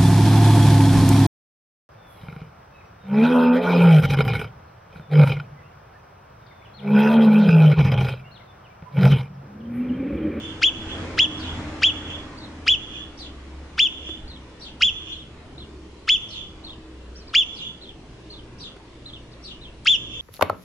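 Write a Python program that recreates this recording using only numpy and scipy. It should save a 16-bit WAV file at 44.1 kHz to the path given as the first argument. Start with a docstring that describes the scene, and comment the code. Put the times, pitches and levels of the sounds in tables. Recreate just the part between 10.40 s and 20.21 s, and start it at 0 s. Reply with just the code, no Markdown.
"""Mountain meadow: a marmot gives nine shrill alarm whistles, each a quick arch of pitch with overtones and hiss.
Random reflections scatter them off the ground and throw them back from a slope about 0.3 s later.
Small birds chirp further off in slurred, fluttering tones; two soft knocks ring nearby.
A distant vehicle passes as tyre noise, whine and engine tone, and drones away.
Below lies the valley's low rush: shaped noise with a hollow band and two faint hums."""
import sys
import numpy as np
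from scipy import signal
from scipy.fft import rfft, irfft
from scipy.io import wavfile
from scipy.ndimage import uniform_filter1d

SR = 44100
rng = np.random.default_rng(int(sys.argv[2]) if len(sys.argv) > 2 else 0)


def unload_audio(sound):
    """Save the sound as a 16-bit wav file, at the path given as the first command line argument."""
    columns = np.transpose(np.atleast_2d(sound))
    # keep every value between -1 and 1, then stretch to whole-number steps
    steps = np.round(np.clip(columns, -1, 1) * 32767)
    wavfile.write(sys.argv[1], SR, steps.astype(np.int16))


N = 432621
LEAD = SR // 2  # samples before time zero


def gain_of(db):
    """Decibels to gain."""
    return 10 ** (np.asarray(db) / 20)


def evened(x):
    """Scales to rms 1."""
    return x / np.sqrt(np.mean(x ** 2) + 1e-20)


def read(points, hz):
    """Interpolates a table on a log-frequency axis."""
    f, value = np.transpose(points)
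    return np.interp(np.log(hz + 1), np.log(f + 1), value)


def curve(points, t, axis=1):
    """Interpolates one column of a table in time."""
    columns = np.transpose(points)
    return np.interp(t, columns[0], columns[axis])


def coloured(x, points):
    """Filters by a spectrum in dB."""
    size = x.shape[-1]
    gain = gain_of(read(points, np.fft.rfftfreq(size, 1 / SR)))
    return irfft(rfft(x) * gain, size)


def wander(size, hz):
    """Random drift, scaled to rms 1, moving up to about hz times a second."""
    span = max(size, SR // 2)
    slow = np.exp(-(np.fft.rfftfreq(span, 1 / SR) / hz) ** 2)
    drift = evened(irfft(rfft(rng.standard_normal(span)) * slow, span))
    return drift[:size]


def add(mix, start_s, sound):
    """Adds a sound to a track that begins LEAD samples early."""
    part = mix[max(round(start_s * SR) + LEAD, 0):][:len(sound)]
    part += sound[:len(part)]


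def pair(a, b, same):
    """Left and right of a given likeness from two unrelated signals."""
    same = np.clip(same, -1, 1)
    shared = np.sqrt((1 + same) / 2) * a
    apart = np.sqrt((1 - same) / 2) * b
    return np.array([shared + apart, shared - apart])


def scatter(x, envelope_db, same):
    """Countless small reflections whose strength follows an envelope in dB per second of delay."""
    taps = pair(*rng.standard_normal((2, len(envelope_db))), same)
    taps = taps * gain_of(envelope_db) / np.sqrt(SR)
    return signal.fftconvolve(x[None], taps, axes=1)[:, :len(x)]


def drone(hz, level_db, waver, throb_db):
    """A far sine tone whose pitch and level waver at random."""
    phase = 2 * np.pi * np.cumsum(hz * (1 + waver * wander(N, 7.12))) / SR
    return np.sqrt(2) * np.sin(phase) * gain_of(level_db + throb_db * wander(N, 3.8))


# left-right likeness of outdoor noise: freq_hz, likeness [-1..1]
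LIKENESS = [(60, 1), (130, 0.98), (260, 0.98), (560, 0.71), (1170, 0.72), (2450, 0), (5000, 0),
            (10800, 0.37)]


def rush(spectrum, patchy_db):
    """Wide outdoor noise with drifting patches in time and frequency, near mono in the bass."""
    hz = np.fft.rfftfreq(2048, 1 / SR)
    a, b, c, d, patches = rng.standard_normal((N // 512 + 6, len(hz), 5)).T
    patches = uniform_filter1d(patches, size=9, axis=0)  # across frequency
    patches = evened(uniform_filter1d(patches, size=16, axis=1))  # across time
    frames = pair(a + 1j * b, c + 1j * d, read(LIKENESS, hz)[:, None])
    frames = frames * gain_of(read(spectrum, hz)[:, None] + patchy_db * patches)
    return evened(signal.istft(frames, nperseg=2048, noverlap=1536)[1][:, :N])


# spectrum of the valley's rush: freq_hz, density_db [dB per Hz, relative]
RUSH_SPECTRUM = [(20, -3.5), (45, -0.5), (90, -3.5), (200, -6.5), (350, -12.5), (520, -12), (800, -19),
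                 (1020, -16), (1500, -23), (3000, -22.5), (6000, -32.5), (10500, -44)]
# spectrum of the hollow band: freq_hz, density_db [dB per Hz, relative]
HOLLOW_SPECTRUM = [(150, -37.5), (220, -10), (280, -1.5), (340, 0.5), (410, -0.5), (520, -15), (900, -50.5)]
# swell and ebb of the hollow band: time_s, level_db [before hollow_trim_db]
HOLLOW_LEVEL = [(3.9, -51.5), (4.5, -56.0), (5.3, -44), (5.9, -53.5), (6.7, -48.5), (7.3, -54.5),
                (7.8, -45.5), (8.4, -49), (8.8, -52), (9.6, -53.5)]
# higher faint hum: time_s, pitch_hz, level_db
HIGH_HUM = [(0, 316.7, -48), (4, 317.5, -56), (9.81, 318.6, -58)]
# lower faint hum: time_s, pitch_hz, level_db
DEEP_HUM = [(0, 116, -86), (7.5, 116.1, -64), (8, 118.9, -55.5), (9.81, 119.3, -53.5)]


def valley(t, rush_db=-45, hollow_trim_db=-2):
    """Steady shaped-noise rush, a hollow band that swells and ebbs, and two wavering hums."""
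    high_hum = drone(curve(HIGH_HUM, t), curve(HIGH_HUM, t, axis=2), waver=0.0018, throb_db=3)
    deep_hum = drone(curve(DEEP_HUM, t), curve(DEEP_HUM, t, axis=2), waver=.011, throb_db=4.5)
    steady = rush(RUSH_SPECTRUM, patchy_db=2.0) * gain_of(rush_db)
    hollow_db = hollow_trim_db + curve(HOLLOW_LEVEL, t)
    hollow = rush(HOLLOW_SPECTRUM, patchy_db=1.6) * gain_of(hollow_db)
    return steady + hollow + high_hum + deep_hum


def passing_db(t, nearest_s, width_s, spread_db=28):
    """Level of something passing on a straight road, against its level when nearest."""
    return -spread_db * np.log10(np.hypot(1, (t - nearest_s) / width_s))


# tyre roar spectrum: freq_hz, density_db [dB per Hz, relative]
ROAR_SPECTRUM = [(25, -10), (70, -4.5), (130, -4), (185, -7.5), (260, -0.5), (380, -10.5), (470, -9.5),
                 (700, -14), (1200, -14.5), (2000, -17.5), (4000, -27.5), (7000, -33.5), (10500, -48.5)]
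# tyre roar going by: time_s, level_db [before roar_trim_db]
ROAR_LEVEL = [(0, -47), (0.35, -48.5), (0.62, -41.5), (0.9, -46), (1.2, -41.0), (1.5, -45.5), (1.8, -47.5),
              (2.2, -52.5), (3.1, -55.5)]
# engine note: time_s, pitch_hz, level_db
ENGINE_NOTE = [(0, 87, -50.5), (0.65, 87.5, -41), (0.87, 86.5, -45.5), (1.1, 84.8, -36.5),
               (1.65, 84.1, -41.5), (2, 81.8, -50.5), (2.25, 79, -46.5), (2.45, 66.3, -45),
               (2.9, 65.6, -38), (3.4, 71.3, -47), (4.2, 63.6, -47.5), (4.8, 69.6, -51.5),
               (5.35, 68.4, -46), (6, 65.3, -58.5), (6.65, 62.3, -45.5), (7.4, 63.8, -57), (8, 57.5, -54),
               (9.81, 59.5, -50)]
WHINE_HZ, WHINE_SAG_HZ_PER_S = 310.3, 21
WHINE_DB, WHINE_PEAK_S, WHINE_WIDTH_S = -39, 1.2, 0.37
RECEDE_DB_PER_S = 5  # steady roar fade after the last ROAR_LEVEL row


def vehicle(t, roar_trim_db=8):
    """Tyre roar swells past as shaped noise; tyre whine and engine tones sink as it draws away."""
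    engine = drone(curve(ENGINE_NOTE, t), curve(ENGINE_NOTE, t, axis=2), waver=.012, throb_db=3.2)
    whine_hz = WHINE_HZ - WHINE_SAG_HZ_PER_S * (t - WHINE_PEAK_S)
    whine_db = WHINE_DB + passing_db(t, WHINE_PEAK_S, WHINE_WIDTH_S)
    whine = drone(whine_hz, whine_db, waver=0.02026, throb_db=2)
    recede_db = RECEDE_DB_PER_S * np.maximum(t - ROAR_LEVEL[-1][0], 0)
    roar_db = roar_trim_db + curve(ROAR_LEVEL, t) - recede_db
    return engine + whine + rush(ROAR_SPECTRUM, patchy_db=1.83) * gain_of(roar_db)


# soft knocks nearby: start_s, pitch_hz, level_db
SOFT_KNOCKS = [(3.691, 350, -30), (8.365, 380, -33.5)]


def knocks(ring_t60_s=0.052, tick_db=-7, tick_t60_s=0.051):
    """A short decaying sine ring under a soft noise tick."""
    out = np.zeros(LEAD + N)
    t = np.arange(SR // 8) / SR
    tick_spectrum = [(200, 3), (800, -2), (2000, -7), (9000, -30)]  # freq_hz, gain_db
    for start_s, pitch_hz, level_db in SOFT_KNOCKS:
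        tick = evened(coloured(rng.standard_normal(len(t)), tick_spectrum))
        tick = tick * gain_of(tick_db - 60 * t / tick_t60_s)
        ring = np.sin(2 * np.pi * pitch_hz * t) * gain_of(-60 * t / ring_t60_s)
        add(out, start_s, gain_of(level_db) * (ring + tick))
    return out[LEAD:]


def note(length_s, first_hz, top_hz, last_hz, level_db, waver, second_db, crest=0.354, flutter_db=3):
    """A bird's fluttering tone with a second harmonic slurs up to a crest and down again."""
    u = np.linspace(0, 1, int(length_s * SR))
    up_hz = first_hz + (top_hz - first_hz) * np.sin(np.pi / 2 * u / crest)
    down_hz = last_hz + (top_hz - last_hz) * (1 - u) / (1 - crest)
    hz = np.where(u < crest, up_hz, down_hz) * (1 + waver * wander(len(u), 350))
    phase = 2 * np.pi * np.cumsum(hz) / SR
    tone = np.sin(phase) + gain_of(second_db) * np.sin(2 * phase)
    tone = tone * gain_of(flutter_db * wander(len(u), 110))
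    return gain_of(level_db) * evened(tone) * signal.windows.tukey(len(u), .25)


# notes of one chirp: after_s, length_s, first_hz, top_hz, last_hz, level_db [relative]
CHIRP_NOTES = [(0, 0.032, 4220, 5710, 4890, -15), (0.015, .05, 3100, 4724, 3280, -6.5),
               (0.053, .046, 2900, 3650, 2750, -5.5)]
# sparrow's chirps: start_s, level_db [added to the note's level]
SPARROW_CHIRPS = [(.97, -38), (2.77, -35.5), (4.193, -36), (5.883, -35.5), (7.138, -38), (8.18, -35),
                  (9.023, -35.5)]


def sparrow(direct_db=-9, wet_db=20.0, t60_s=0.24):
    """A husky chirp of three overlapping notes from far off, blurred by reflections."""
    dry = np.zeros(LEAD + N)
    for start_s, chirp_db in SPARROW_CHIRPS:
        for after_s, *shape, note_db in CHIRP_NOTES:
            sound = note(*shape, chirp_db + note_db, waver=0.0465, second_db=-21.5)
            add(dry, start_s + after_s, sound)
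    tail_db = wet_db - 60 * np.arange(SR // 2) / SR / t60_s
    return (gain_of(direct_db) * dry + scatter(dry, tail_db, same=-0.44))[:, LEAD:]


# two-note calls: start_s, top_hz, first_note_db, second_after_s, second_note_db [before direct_db]
BIRD_CALLS = [(1.971, 4720, -44.5, .052, -45), (3.872, 4650, -43, 0.052, -45.5),
              (4.72, 4360, -46.5, .068, -45), (5.176, 4300, -43, .022, -45),
              (6.236, 4360, -38.5, 0.053, -40), (7.409, 4220, -42.5, 0.056, -41.5),
              (7.898, 4600, -39.5, 0.051, -46), (8.654, 4196, -38.5, 0.072, -40),
              (9.208, 4050, -42.5, .03, -47)]
# thin high slurs: start_s, length_s, top_hz, level_db [before direct_db]
BIRD_SLURS = [(6.749, .083, 5990, -47), (6.87, 0.04, 5000, -47), (8.915, 0.029, 5250, -51)]
# length_s, then first, top and last pitch as shares of the call's top_hz
HIGH_NOTE, LOW_NOTE = (.056, .83, 1, .72), (.054, .69, .86, .62)
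SLUR_SHARE = 0.63  # both ends of a slur, share of its top_hz


def songbird(direct_db=-3.0, wet_db=14, t60_s=0.22, waver=0.017):
    """Two-note calls, the second lower, and thin slurs, a little to the right, trailed by reflections."""
    dry = np.zeros(LEAD + N)
    for start_s, top_hz, high_db, after_s, low_db in BIRD_CALLS:
        notes = [(start_s, HIGH_NOTE, high_db), (start_s + after_s, LOW_NOTE, low_db)]
        for note_s, (length_s, *shares), level_db in notes:
            pitches_hz = top_hz * np.array(shares)
            add(dry, note_s, note(length_s, *pitches_hz, level_db, waver, second_db=-30))
    for start_s, length_s, top_hz, level_db in BIRD_SLURS:
        end_hz = SLUR_SHARE * top_hz
        add(dry, start_s, note(length_s, end_hz, top_hz, end_hz, level_db, waver, second_db=-48))
    tail_db = wet_db - 60 * np.arange(SR // 2) / SR / t60_s
    ports = np.array([np.roll(dry, 4), dry])  # left 4 samples late
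    return gain_of(direct_db) * (ports + scatter(dry, tail_db, same=-0.28))[:, LEAD:]


# voice turns pure as it climbs: pitch_hz, second_harmonic_db [against the first]
SECOND_HARMONIC = [(1250, -8), (1600, 2), (1950, -6), (2380, -3.5), (2600, -13), (2800, -21), (3000, -31.5),
                   (3300, -28.5), (3480, -24)]
# hiss sounding along with the whistle: freq_hz, density_db [dB per Hz, relative]
HISS_SPECTRUM = [(900, -28), (2200, 0), (3200, 16), (4200, -5.5), (5500, 4.5), (7400, -12), (8700, -19),
                 (11000, -14)]
# notch in the mouth's response: freq_hz, gain_db
MOUTH_RESPONSE = [(7100, 0.5), (7600, -9), (8300, -19), (9400, -12), (10500, 0)]
# pitch climbs from a share of its top, levels off, then sinks ever faster
START_SHARE, CLIMB_S, CLIMB_POWER = .355, .0178, 1.6
RISE_S, DROP_SHARE, DROP_POWER = .049, .27, 1.75
# level starts soft, opens to full voice with a brief accent, then fades out
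HISS_LEAD_S, ATTACK_S, FADE_S = .009, 0.0056, 0.02
SOFT_DB, OPENS_S, OPENING_S = -11.5, 0.011, .0015
ACCENT_DB, ACCENT_S, ACCENT_WIDTH_S = 5, 0.023, 0.007


def whistle(fall_s, top_hz, level_db, sag_db, dull_db, jitter=0.0049, rasp=0.05, rasp_s=0.007,
            rasp_width_s=0.019, third_db=-10, hiss_db=-23.5, onset_hiss_db=-19.0, shimmer=0.12):
    """Hiss leads in; the voice starts low and raspy, shoots to a pure top, sinks as pressure runs out."""
    t = np.arange(-HISS_LEAD_S, RISE_S + fall_s + FADE_S / 4, 1 / SR)
    spent = np.maximum(t - RISE_S, 0) / fall_s  # pressure used up
    climb = 1 - (1 - START_SHARE) * np.exp(-(np.maximum(t, 0) / CLIMB_S) ** CLIMB_POWER)
    hz = top_hz * climb * (1 - DROP_SHARE * spent ** DROP_POWER)

    shut = (1 - np.tanh((t - OPENS_S) / OPENING_S)) / 2
    accent = np.exp(-((t - ACCENT_S) / ACCENT_WIDTH_S) ** 2)
    force_db = level_db + SOFT_DB * shut + ACCENT_DB * accent - sag_db * spent
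    force = gain_of(force_db) * np.clip(t / ATTACK_S + .5, 0, 1)
    release = np.sin(np.pi / 2 * np.minimum((t[-1] - t) / FADE_S, 1)) ** 2

    # the folds beat unevenly at first
    unsettled = np.exp(-((t - rasp_s) / rasp_width_s) ** 2) * np.minimum(1 + t / HISS_LEAD_S, 1)
    uneven_hz = hz * (1 + (jitter + rasp * unsettled) * wander(len(t), 700))
    phase = 2 * np.pi * np.cumsum(uneven_hz) / SR
    force = force * (1 + shimmer * unsettled * wander(len(t), 630))

    second = gain_of(read(SECOND_HARMONIC, hz) - dull_db * spent)
    third = gain_of(third_db) * second * np.sqrt(second)
    harmonics = [1, second, third]
    voice = np.sqrt(2) * sum(size * np.sin((k + 1) * phase) for k, size in enumerate(harmonics))

    noise = evened(coloured(rng.standard_normal(len(t)), HISS_SPECTRUM))
    voiced_hiss = force * gain_of(hiss_db - dull_db * spent)
    onset_hiss = unsettled * gain_of(level_db + onset_hiss_db)
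    hiss = noise * (voiced_hiss + onset_hiss)
    return t[0], (coloured(force * voice, MOUTH_RESPONSE) + hiss) * release


# rough surfaces (ground, nearer rise, far slope): delay_s, level_db [dB per s of delay], build_s, t60_s
SURFACES = [(.004, 5.5, .02, .18), (0.109, -12.5, 0.25, 0.59), (.274, -10.5, 0.34, 0.37)]


def echo_db(delay_s):
    """Each surface's echo builds up to its own delay and dies away; their powers add."""
    power = 0
    for at_s, level_db, build_s, t60_s in SURFACES:
        away = np.maximum((at_s - delay_s) / build_s, (delay_s - at_s) / t60_s)
        power = power + gain_of(level_db - 60 * away) ** 2
    return 10 * np.log10(power)


# whistles; the first, before time zero, is heard only as an echo:
# start_s, fall_s, top_hz, level_db, sag_db [in the fall], dull_db [extra sag of overtones and hiss]
WHISTLE_CALLS = [(-.255, 0.057, 3538, -19.5, -1, 5), (.218, .032, 3454, -17, 8, 11),
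                 (0.7767, 0.035, 3453, -17, 7.5, 6), (1.42, 0.04, 3461, -17, 7.5, 10),
                 (2.267, 0.04, 3466, -17, 4.5, 5), (3.380, .051, 3505, -17.5, 4.5, 4),
                 (4.409, 0.045, 3488, -17, 5.5, 4), (5.678, 0.044, 3494, -17, 6.5, 2),
                 (6.938, 0.048, 3489, -16.5, 6, 4), (9.458, 0.056, 3535, -16.5, 2.5, -4)]
# overtones beam away from the listener and return mostly as echo: freq_hz, gain_db
ECHO_SPECTRUM = [(1000, -36), (2300, -5.5), (2750, 4), (3250, 4.5), (3500, 8.5), (4600, -26.5), (5500, 5),
                 (6100, 12.5), (7000, 7), (10000, -20)]
# treble difference of the two microphone ports: freq_hz, left_above_middle_db
PORT_LEAN = [(1200, 0.5), (2000, 0.5), (2650, 0.3), (3300, .7), (4500, 2.5), (8000, -1.7), (10500, -2)]
BOUNCE_S, BOUNCE_DB = .00377, -15  # one mirror reflection off the ground close by


def marmot(near_same=-0.31, far_same=-0.38, echo_right_db=1.74):
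    """Whistles straight ahead, with ground scatter and slope echo drawn at random for each whistle."""
    dry, echo = np.zeros(LEAD + N), np.zeros((2, LEAD + N))
    delay_s = np.arange(3 * SR // 4) / SR
    same = far_same + (near_same - far_same) * np.exp(-delay_s / .04)  # reflections arrive from the sides
    for start_s, *call in WHISTLE_CALLS:
        early_s, sound = whistle(*call)
        add(dry, start_s + early_s, sound)
        thrown = coloured(np.pad(sound, (0, SR - len(sound))), ECHO_SPECTRUM)
        for side, tail in zip(echo, scatter(thrown, echo_db(delay_s), same)):
            add(side, start_s + early_s, tail)
    at = np.arange(len(dry))
    near = dry + gain_of(BOUNCE_DB) * np.interp(at - BOUNCE_S * SR, at, dry)
    right_lean = [(hz, -db) for hz, db in PORT_LEAN]
    direct = np.array([coloured(near, PORT_LEAN), coloured(near, right_lean)])
    return (direct + echo * gain_of([[-echo_right_db], [echo_right_db]]))[:, LEAD:]


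def scene():
    """Everything in the meadow, background first."""
    t = np.arange(N) / SR
    return valley(t) + vehicle(t) + knocks() + sparrow() + songbird() + marmot()


EDGE_HZ = 10900


def record(dry):
    """The recorder's band limit: a linear-phase low-pass."""
    lowpass = signal.firwin(401, EDGE_HZ, window=("kaiser", 9), fs=SR)
    return signal.oaconvolve(dry, lowpass[None], "same")


dry = scene()
out = record(dry)
unload_audio(out)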